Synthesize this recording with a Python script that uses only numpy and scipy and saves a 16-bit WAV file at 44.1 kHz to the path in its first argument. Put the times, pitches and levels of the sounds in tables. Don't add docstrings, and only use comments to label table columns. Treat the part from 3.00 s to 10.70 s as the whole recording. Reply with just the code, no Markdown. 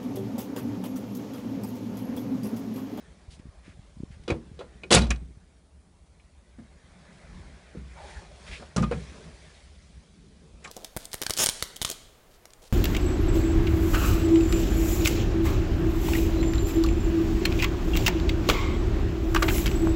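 import sys
import numpy as np
from scipy import signal
from scipy.fft import rfft, irfft
from scipy.io import wavfile
from scipy.ndimage import uniform_filter1d

SR = 44100
rng = np.random.default_rng(int(sys.argv[2]) if len(sys.argv) > 2 else 0)


def to_wav(sig):
    pcm = np.clip(np.atleast_2d(sig), -1, 1) * 32767
    pcm = np.round(pcm).astype(np.int16)
    wavfile.write(sys.argv[1], SR, pcm.T)


def volts(x):
    e = np.asarray(x, float) / 20
    return 10 ** e


N = 339746

# freq_hz, density_db
FAR_SPECTRUM = [(120, -33.5), (200, -3), (309, -4), (404, -9.5), (585, -11), (658, -9.5), (1290, -17),
                (1890, -31), (2970, -30.5), (11000, -20), (14300, -56), (22000, -120)]
# freq_hz, density_db
RUMBLE_SPECTRUM = [(12, -62.5), (20, -26), (24, -14), (30, -11), (42, -6.5), (54, 4.5), (74, 5), (91, -19),
                   (110, -17.5), (140, -46), (240, -120)]
# freq_hz, density_db
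FLUTTER_SPECTRUM = [(53, -42.5), (90, -13), (113, -12.5), (156, 4.5), (268, -10.5), (307, -14.5),
                    (450, -14), (580, -38), (990, -120)]
# freq_hz, density_db
BODY_SPECTRUM = [(210, -40), (350, -7.5), (404, -6), (481, -9.5), (590, -3.5), (695, -8.5), (824, -10),
                 (895, -12), (1300, -13), (1690, -45), (2860, -120)]
# freq_hz, density_db
RASP_SPECTRUM = [(650, -33), (1100, -4.5), (1270, -12.5), (1380, 0), (1550, 1.5), (2090, 1), (2440, -2.5),
                 (2800, -15.5), (3640, -42), (6160, -120)]
# freq_hz, density_db
HISS_SPECTRUM = [(1410, -26), (2400, 0), (2960, -1), (3180, 1), (4600, -1), (9200, -8), (10500, -10),
                 (11000, -20.5), (14300, -62), (22000, -120)]

# time_s, rumble_db, flutter_over_rumble_db
AIR_LEVELS = [(0, -55, -2), (.5, -52, -11), (1.1, -50, -10), (1.6, -49, -5), (2.4, -54.5, -7.5),
              (3.0, -55, -11), (3.4, -57.5, -9.5), (3.65, -54, -5), (4.0, -55.5, -3.5), (4.2, -58, -2),
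              (4.33, -43.5, -6.5), (4.68, -56.5, -2.5), (5.1, -47.5, -12), (5.28, -53.5, -5),
              (5.55, -48.5, -5.5), (5.73, -54.5, -4), (6.15, -47, -4), (6.5, -53, -6.5),
              (6.8, -49.5, -11.5), (7.1, -55.5, 0), (7.7, -54, -1.5)]
# start_s, rumble_db, flutter_db, body_db (before rise and fall)
SHUDDERS = [(1.33, -57, -47, -58), (1.939, -36, -27, -34), (2.071, -25, -36, -65), (2.2, -37, -46.5, -77.5),
            (5.92, -28, -34.5, -64)]
# time_s (3.5 ms ahead of mid-cycle), peak_db, cycle_s
WIND_POPS = [(0.284, -35.5, 0.016), (.395, -37.5, 0.0059), (.453, -38.5, 0.0063), (0.467, -40.5, 0.0071),
             (.486, -38, 0.016), (.678, -38.5, 0.0049), (.689, -40, 0.0092), (0.791, -36.5, 0.0096),
             (.968, -38, 0.0073), (1.001, -28, .0063), (1.032, -24.5, .005), (1.103, -34.5, .01),
             (1.167, -41, 0.012), (1.199, -39.5, 0.017), (1.514, -35, 0.0076), (2.37, -40, .01)]
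# time_s, hiss_db, body_over_hiss_db, rasp_over_hiss_db
RUB_LEVELS = [(0, -66, 0, 0), (.4, -70, 6, -0.5), (1.0, -68, 1, -4), (1.8, -67.5, 1.5, 1),
              (2.2, -70, -3.5, -1), (2.72, -75.5, 2, -2.5), (3.5, -71.5, 2, -2), (4.05, -65, 3.5, 2.5),
              (4.35, -62.5, 3.5, 2.5), (4.85, -65.5, 3, 3), (5.1, -53.5, -0.5, -0.5), (5.3, -62, 4, -2),
              (5.57, -53.5, -2, -6.5), (5.75, -63.5, 3, -0.5), (6.0, -55, -1.5, -0.5), (6.3, -59, 2.5, -4),
              (6.5, -59.5, -3, -2.5), (6.8, -64.5, -4, -5), (7.3, -68, -5.5, -5.5), (7.6, -67, 3, -6),
              (7.7, -58.5, 1.5, -11.5)]
# start_s, length_s, top_db, centre_hz, treble_fall_db (per octave)
STROKES = [(0.299, 0.089, -55, 3530, 5.5), (0.388, 0.026, -61, 2000, 7), (0.627, 0.15, -59, 1750, 8.5),
           (1.105, 0.071, -59.5, 1770, 8), (1.235, 0.011, -57.5, 3000, 4), (4.946, 0.21, -52, 594, 85),
           (4.958, 0.14, -48.5, 820, 35), (5.04, 0.28, -55.5, 840, 65), (5.141, 0.083, -50.5, 1670, 47),
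           (5.218, 0.013, -52, 360, 24), (5.461, 0.074, -47.5, 2020, 9), (5.505, 0.098, -42.5, 2200, 12.5),
           (5.506, 0.033, -50, 496, 21), (6.177, 0.11, -51, 417, 35), (7.399, .15, -63.5, 420, 15.5),
           (7.623, 0.036, -60, 1600, 15.5)]
# freq_hz, t60_s
CAB_DECAY = [(200, 0.35), (1000, 0.19), (4000, 0.11), (10000, 0.093)]
# start_s, level_db, pitch_hz, t60_s
PINGS = [(1.98, -52, 8300, 0.26), (2.104, -66, 8180, 0.58), (2.105, -65, 8140, 0.7)]
# start_s, peak_db, pitch_hz, rise_s, t60_s
BOOMS = [(1.316, -18.5, 98, 0.0046, 0.026), (1.31, -35, 60.5, 0.011, 0.33), (1.94, -19, 62.16, 0.044, 0.39),
         (2.073, -25.5, 60.2, 0.029, 0.36), (4.765, -37, 64.2, 0.0052, 0.71),
         (5.772, -26.5, 58.6, 0.028, 0.47), (5.919, -33, 62, 0.024, 0.32)]
# start_s, peak_db, strongest_hz
THUDS = [(1.281, -25.5, 350), (1.3, -18, 335), (1.319, -34, 121), (1.34, -29, 386), (1.361, -33, 239),
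         (1.591, -36, 410), (1.602, -34, 383), (1.634, -43, 412), (1.838, -37.5, 358), (1.908, -18, 322),
         (1.923, -9.5, 302), (1.946, -14.5, 170), (1.964, -15, 174), (1.993, -16, 162), (2.014, -19.5, 170),
         (2.103, -21.5, 185), (3.585, -38, 244), (3.603, -42.5, 169.3), (4.749, -33.5, 314),
         (4.771, -32, 169), (5.597, -39.5, 201), (5.622, -49, 155), (5.764, -18.5, 152), (5.78, -14, 173),
         (5.796, -17, 152), (5.833, -21.5, 192), (5.912, -22, 455), (5.934, -24, 164)]
# start_s, level_db, frame_over_blow_db, brightest_hz, t60_s (raised to 0.01 s at least)
BLOWS = [(1.278, -31.5, 0.5, 3340, .13), (1.284, -33, -20, 1310, 0.068), (1.301, -20.5, -3, 2320, 0.053),
         (1.321, -40, 14, 2300, 0.032), (1.590, -39, 1, 3520, 0.065), (1.607, -46.5, 14.5, 3500, 0.082),
         (1.834, -30.5, -7, 2600, 0.038), (1.905, -16, -12.5, 3400, 0.32), (1.913, -8, -4, 8600, 0.038),
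         (1.923, -5, -14, 3870, 0.13), (1.938, -1.5, -15, 3800, 0.038), (1.947, 3, -14.5, 7540, 0.029),
         (1.953, -8.5, -20, 3896, 0.076), (1.965, -11.5, -5.5, 2445, .1), (1.983, -19, -12.5, 5500, .05),
         (2.017, -22.5, -9, 3980, 0.045), (2.030, -32.5, 1, 3700, 0.089), (2.068, -41.5, 4, 4730, 0.042),
         (2.104, -15, -22, 6000, 0.027), (2.107, -17, -16, 2230, 0.059), (2.159, -39, -17, 3900, 0.025),
         (3.197, -51.5, -20, 2300, 0.037), (3.588, -56, -16.5, 1620, .074), (4.76, -62.5, 13.5, 1130, .041),
         (5.598, -46, -2, 1640, .083), (5.623, -45, 8, 1460, 0.055), (5.762, -26, 2.5, 6030, 0.077),
         (5.769, -32.5, 3, 1120, 0.061), (5.778, -20.5, -21, 1210, 0.044), (5.822, -34.5, 1, 6000, 0.053),
         (5.828, -20.5, -13, 1240, 0.063), (5.838, -32.5, -20, 2940, .05), (5.912, -34.5, 7.5, 2900, 0.014),
         (5.920, -29.5, 4, 1787, 0.064), (7.641, -39.5, -13.5, 7200, 0.11),
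         (7.645, -32.5, -15, 2200, 0.056), (7.652, -32, -20.5, 1680, .07), (7.672, -37.5, -13, 1180, 0.059),
         (7.674, -37, -17, 4900, 0.035)]

# pitch_hz, level_db, t60_s
PANEL_MODES = [(121, -3, 0.2), (165.5, -3, 0.23), (189, -1, 0.15), (225.4, 0, 0.18), (259.6, -3, 0.096),
               (325, 1, 0.11), (348.7, -2, .15), (395, -4.5, 0.17)]
# pitch_hz, level_db, t60_s
FRAME_MODES = [(463.7, 5, 0.091), (552, 3, 0.16), (610.8, -6, .2), (718, -0.5, 0.16), (842, 0.5, 0.041),
               (940, -10.5, 0.27), (1016, -12.5, 0.18), (1425, -3.5, 0.16)]
# pitch_hz, level_db, t60_s
LATCH_MODES = [(1120, -3, .1), (1220, 0, .15), (1310, -5, .07), (1631, -3, .1), (1790, -4, .1),
               (2160, -7, .07), (2300, -3, .12), (2480, 0, .12), (2900, -4, .09), (3420, -3, .1),
               (3916, -2, .11), (4470, -5, .09), (4850, -8, .07), (5580, -2, .08), (6030, -4, .09),
               (6600, -6, .08), (7342, -3, .1), (7820, -5, .08), (8800, -8, .08), (10200, -6, .08)]


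def unit(x):
    return x / np.sqrt(np.mean(x ** 2) + 1e-20)


def along(points, hz):
    f, v = np.transpose(points)
    return np.interp(np.log(hz + 1), np.log(f + 1), v)


def curves(rows):
    s, *cols = np.transpose(rows)
    return [np.interp(np.arange(N) / SR, s, c) for c in cols]


def add(track, s, sound):
    part = track[round(s * SR):][:len(sound)]
    part += sound[:len(part)]


def hump(hz, centre_hz, below_db, above_db):
    octaves = np.log2((hz + 1) / centre_hz)
    return np.where(octaves < 0, below_db * octaves, -above_db * octaves)


def rush(spectrum, patchy_db, grainy_db):
    flicker = unit(uniform_filter1d(rng.standard_normal(N), size=130))
    grains = rng.standard_normal(N) * volts(grainy_db * flicker)
    hz, _, z = signal.stft(grains, SR, nperseg=2048)
    field = uniform_filter1d(rng.standard_normal(z.shape), size=12, axis=0)
    field = uniform_filter1d(field, size=2, axis=1)
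    z = z * volts(along(spectrum, hz)[:, None] + patchy_db * unit(field))
    return unit(signal.istft(z, SR, nperseg=2048)[1][:N])


def tinted(count, centre_hz, below_db, above_db, grainy_db):
    gain = volts(hump(np.fft.rfftfreq(count, 1 / SR), centre_hz, below_db, above_db))
    white, flicker = rng.standard_normal((2, count))
    grains = volts(grainy_db * unit(uniform_filter1d(flicker, size=70)))
    return unit(irfft(rfft(white * grains) * gain, count))


def ring(modes, t, attack, damping, weight, wander):
    hz, db, t60 = np.transpose(modes)[:, :, None]
    chance = rng.standard_normal((len(modes), len(t) + 1))
    level = volts(db + weight(hz) + 2.4 * chance[:, :1] - 60 * t / (t60 * damping))
    drift = np.cumsum(chance[:, 1:], axis=1) * wander / np.sqrt(t60 * SR)
    x = np.sum(level * np.sin(2 * np.pi * hz * t + drift), axis=0)
    x = x * (1 - np.exp(-t / attack))
    return x / np.max(np.abs(x))


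def shudder():
    rise_s, t60_s = 0.01, 0.3
    s, *dbs = np.transpose(SHUDDERS)[:, :, None]
    t = np.maximum(np.arange(N) / SR - s, 0)
    shape = (1 - np.exp(-t / rise_s)) * volts(-60 * t / t60_s)
    return [np.sum(volts(db) * shape, axis=0) for db in dbs]


def outdoors():
    rumble_db, flutter_db = curves(AIR_LEVELS)
    rumble_shake, flutter_shake, _ = shudder()
    rumble_gain = volts(rumble_db) + rumble_shake
    rumble = rumble_gain * rush(RUMBLE_SPECTRUM, patchy_db=2.0, grainy_db=-2.0)
    flutter_gain = volts(rumble_db + flutter_db) + flutter_shake
    flutter = flutter_gain * rush(FLUTTER_SPECTRUM, patchy_db=3.5, grainy_db=0.5)
    far = volts(-69) * rush(FAR_SPECTRUM, patchy_db=1, grainy_db=.3)
    return rumble + flutter + far


def pops():
    out = np.zeros(N)
    faint_count, faint_until_s = 9, 2.5
    middle_db, spread_db, mean_cycle_s = -47, 2.5, 0.0072
    faint = [(faint_until_s * when, middle_db + spread_db * (2 * size - 1), mean_cycle_s * (.5 + long))
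             for when, size, long in rng.random((faint_count, 3))]
    for s, db, cycle_s in WIND_POPS + faint:
        u = (np.arange(SR // 20) / SR - .0285) / max(cycle_s / 4, .0005)
        puff = 2.3 * u * np.exp(-u * u)
        add(out, max(s - .025, 0), volts(db) * puff)
    return out


def strokes():
    out = np.zeros(N)
    for s, length_s, db, hz, fall_db in STROKES:
        stroke = np.clip(np.arange(SR // 4) / SR / length_s, 0, 1)
        swell = np.sin(np.pi * stroke ** 0.59) ** 1.36 * (stroke < 1)
        noise = tinted(len(stroke), hz, 1.23 * fall_db, fall_db, grainy_db=0.5)
        add(out, s, volts(db) * swell * noise)
    return out


def cloth():
    hiss_db, body_db, rasp_db = curves(RUB_LEVELS)
    body_gain = volts(hiss_db + body_db) + shudder()[2]
    body = body_gain * rush(BODY_SPECTRUM, patchy_db=2.5, grainy_db=-0.5)
    rasp = volts(hiss_db + rasp_db) * rush(RASP_SPECTRUM, patchy_db=2.3, grainy_db=1.13)
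    hiss = volts(hiss_db) * rush(HISS_SPECTRUM, patchy_db=1.96, grainy_db=-0.75)
    return body + rasp + hiss


def cab(x):
    hz, t, z = signal.stft(rng.standard_normal(SR // 2), SR, nperseg=256)
    fade = volts(-60 * t / along(CAB_DECAY, hz)[:, None])
    tail = signal.istft(z * fade, SR, nperseg=256)[1]
    return signal.fftconvolve(x, tail / np.linalg.norm(tail))[:N]


def pings():
    out, t = np.zeros(N), np.arange(SR) / SR
    for s, db, hz, t60 in PINGS:
        add(out, s, volts(db - 60 * t / t60) * np.sin(2 * np.pi * hz * t))
    return out


def booms():
    out, t = np.zeros(N), np.arange(SR) / SR
    for s, db, hz, rise_s, t60 in BOOMS:
        shape = (1 - np.exp(-t / rise_s)) ** 2 * volts(-60 * t / t60)
        add(out, s, volts(db) * shape / shape.max() * np.sin(2 * np.pi * hz * t))
    return out


def thuds():
    out, t = np.zeros(N), np.arange(SR // 2) / SR
    modes = PANEL_MODES + FRAME_MODES[:1]
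    for s, db, strong_hz in THUDS:
        panel = ring(modes, t, 0.0018, 0.86, lambda hz: hump(hz, strong_hz, 21, 22), wander=3.7)
        add(out, s, volts(db) * panel)
    return out


def blows():
    out, t = np.zeros(N), np.arange(SR // 3) / SR
    for s, db, frame_db, bright_hz, t60 in BLOWS:
        t60 = max(t60, .01)
        fall_db = 5 + 7.5 * np.clip(-db / 26, 0, 1)
        fade = volts(-60 * t / t60) * (1 - np.exp(-t / .0016))
        clack = volts(-7) * fade * tinted(len(t), bright_hz, 0.31 * fall_db, fall_db, grainy_db=3.5)
        force = np.clip(1 + db / 25, 0, 1)
        latch = ring(LATCH_MODES, t, .0012, t60 / .11,
                     lambda hz: hump(hz, bright_hz, 22, fall_db + 14), wander=1.8 + 6 * force)
        steel = volts(-2 - 9 * force) * latch
        frame = ring(FRAME_MODES, t, 0.00087, np.sqrt(t60 / 0.32), lambda hz: 0, wander=3.2)
        rattle = volts(-10) * np.sqrt(fade) * tinted(len(t), 710, 15, 11, grainy_db=2.0)
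        add(out, s, volts(db) * (clack + steel + volts(frame_db) * (frame + rattle)))
    return out


def scene():
    background = outdoors() + pops() + cloth() + strokes()
    metal = blows() + thuds()
    after = volts(-13.5) * cab(metal) + pings() + booms()
    return (background + metal + after)[None]


def band_limit(x):
    return signal.sosfilt(signal.butter(12, 11670, fs=SR, output="sos"), x)


def record(dry):
    thin = signal.sosfilt(signal.butter(2, 32, "high", fs=SR, output="sos"), dry)
    rounded = thin / (1 + np.abs(thin / .8) ** 8) ** (1 / 8)
    low_pass = signal.cheby2(14, 70, 11694, fs=SR, output="sos")
    finished = signal.sosfilt(low_pass, rounded)
    return band_limit(finished)


dry = scene()
out = record(dry)
to_wav(out)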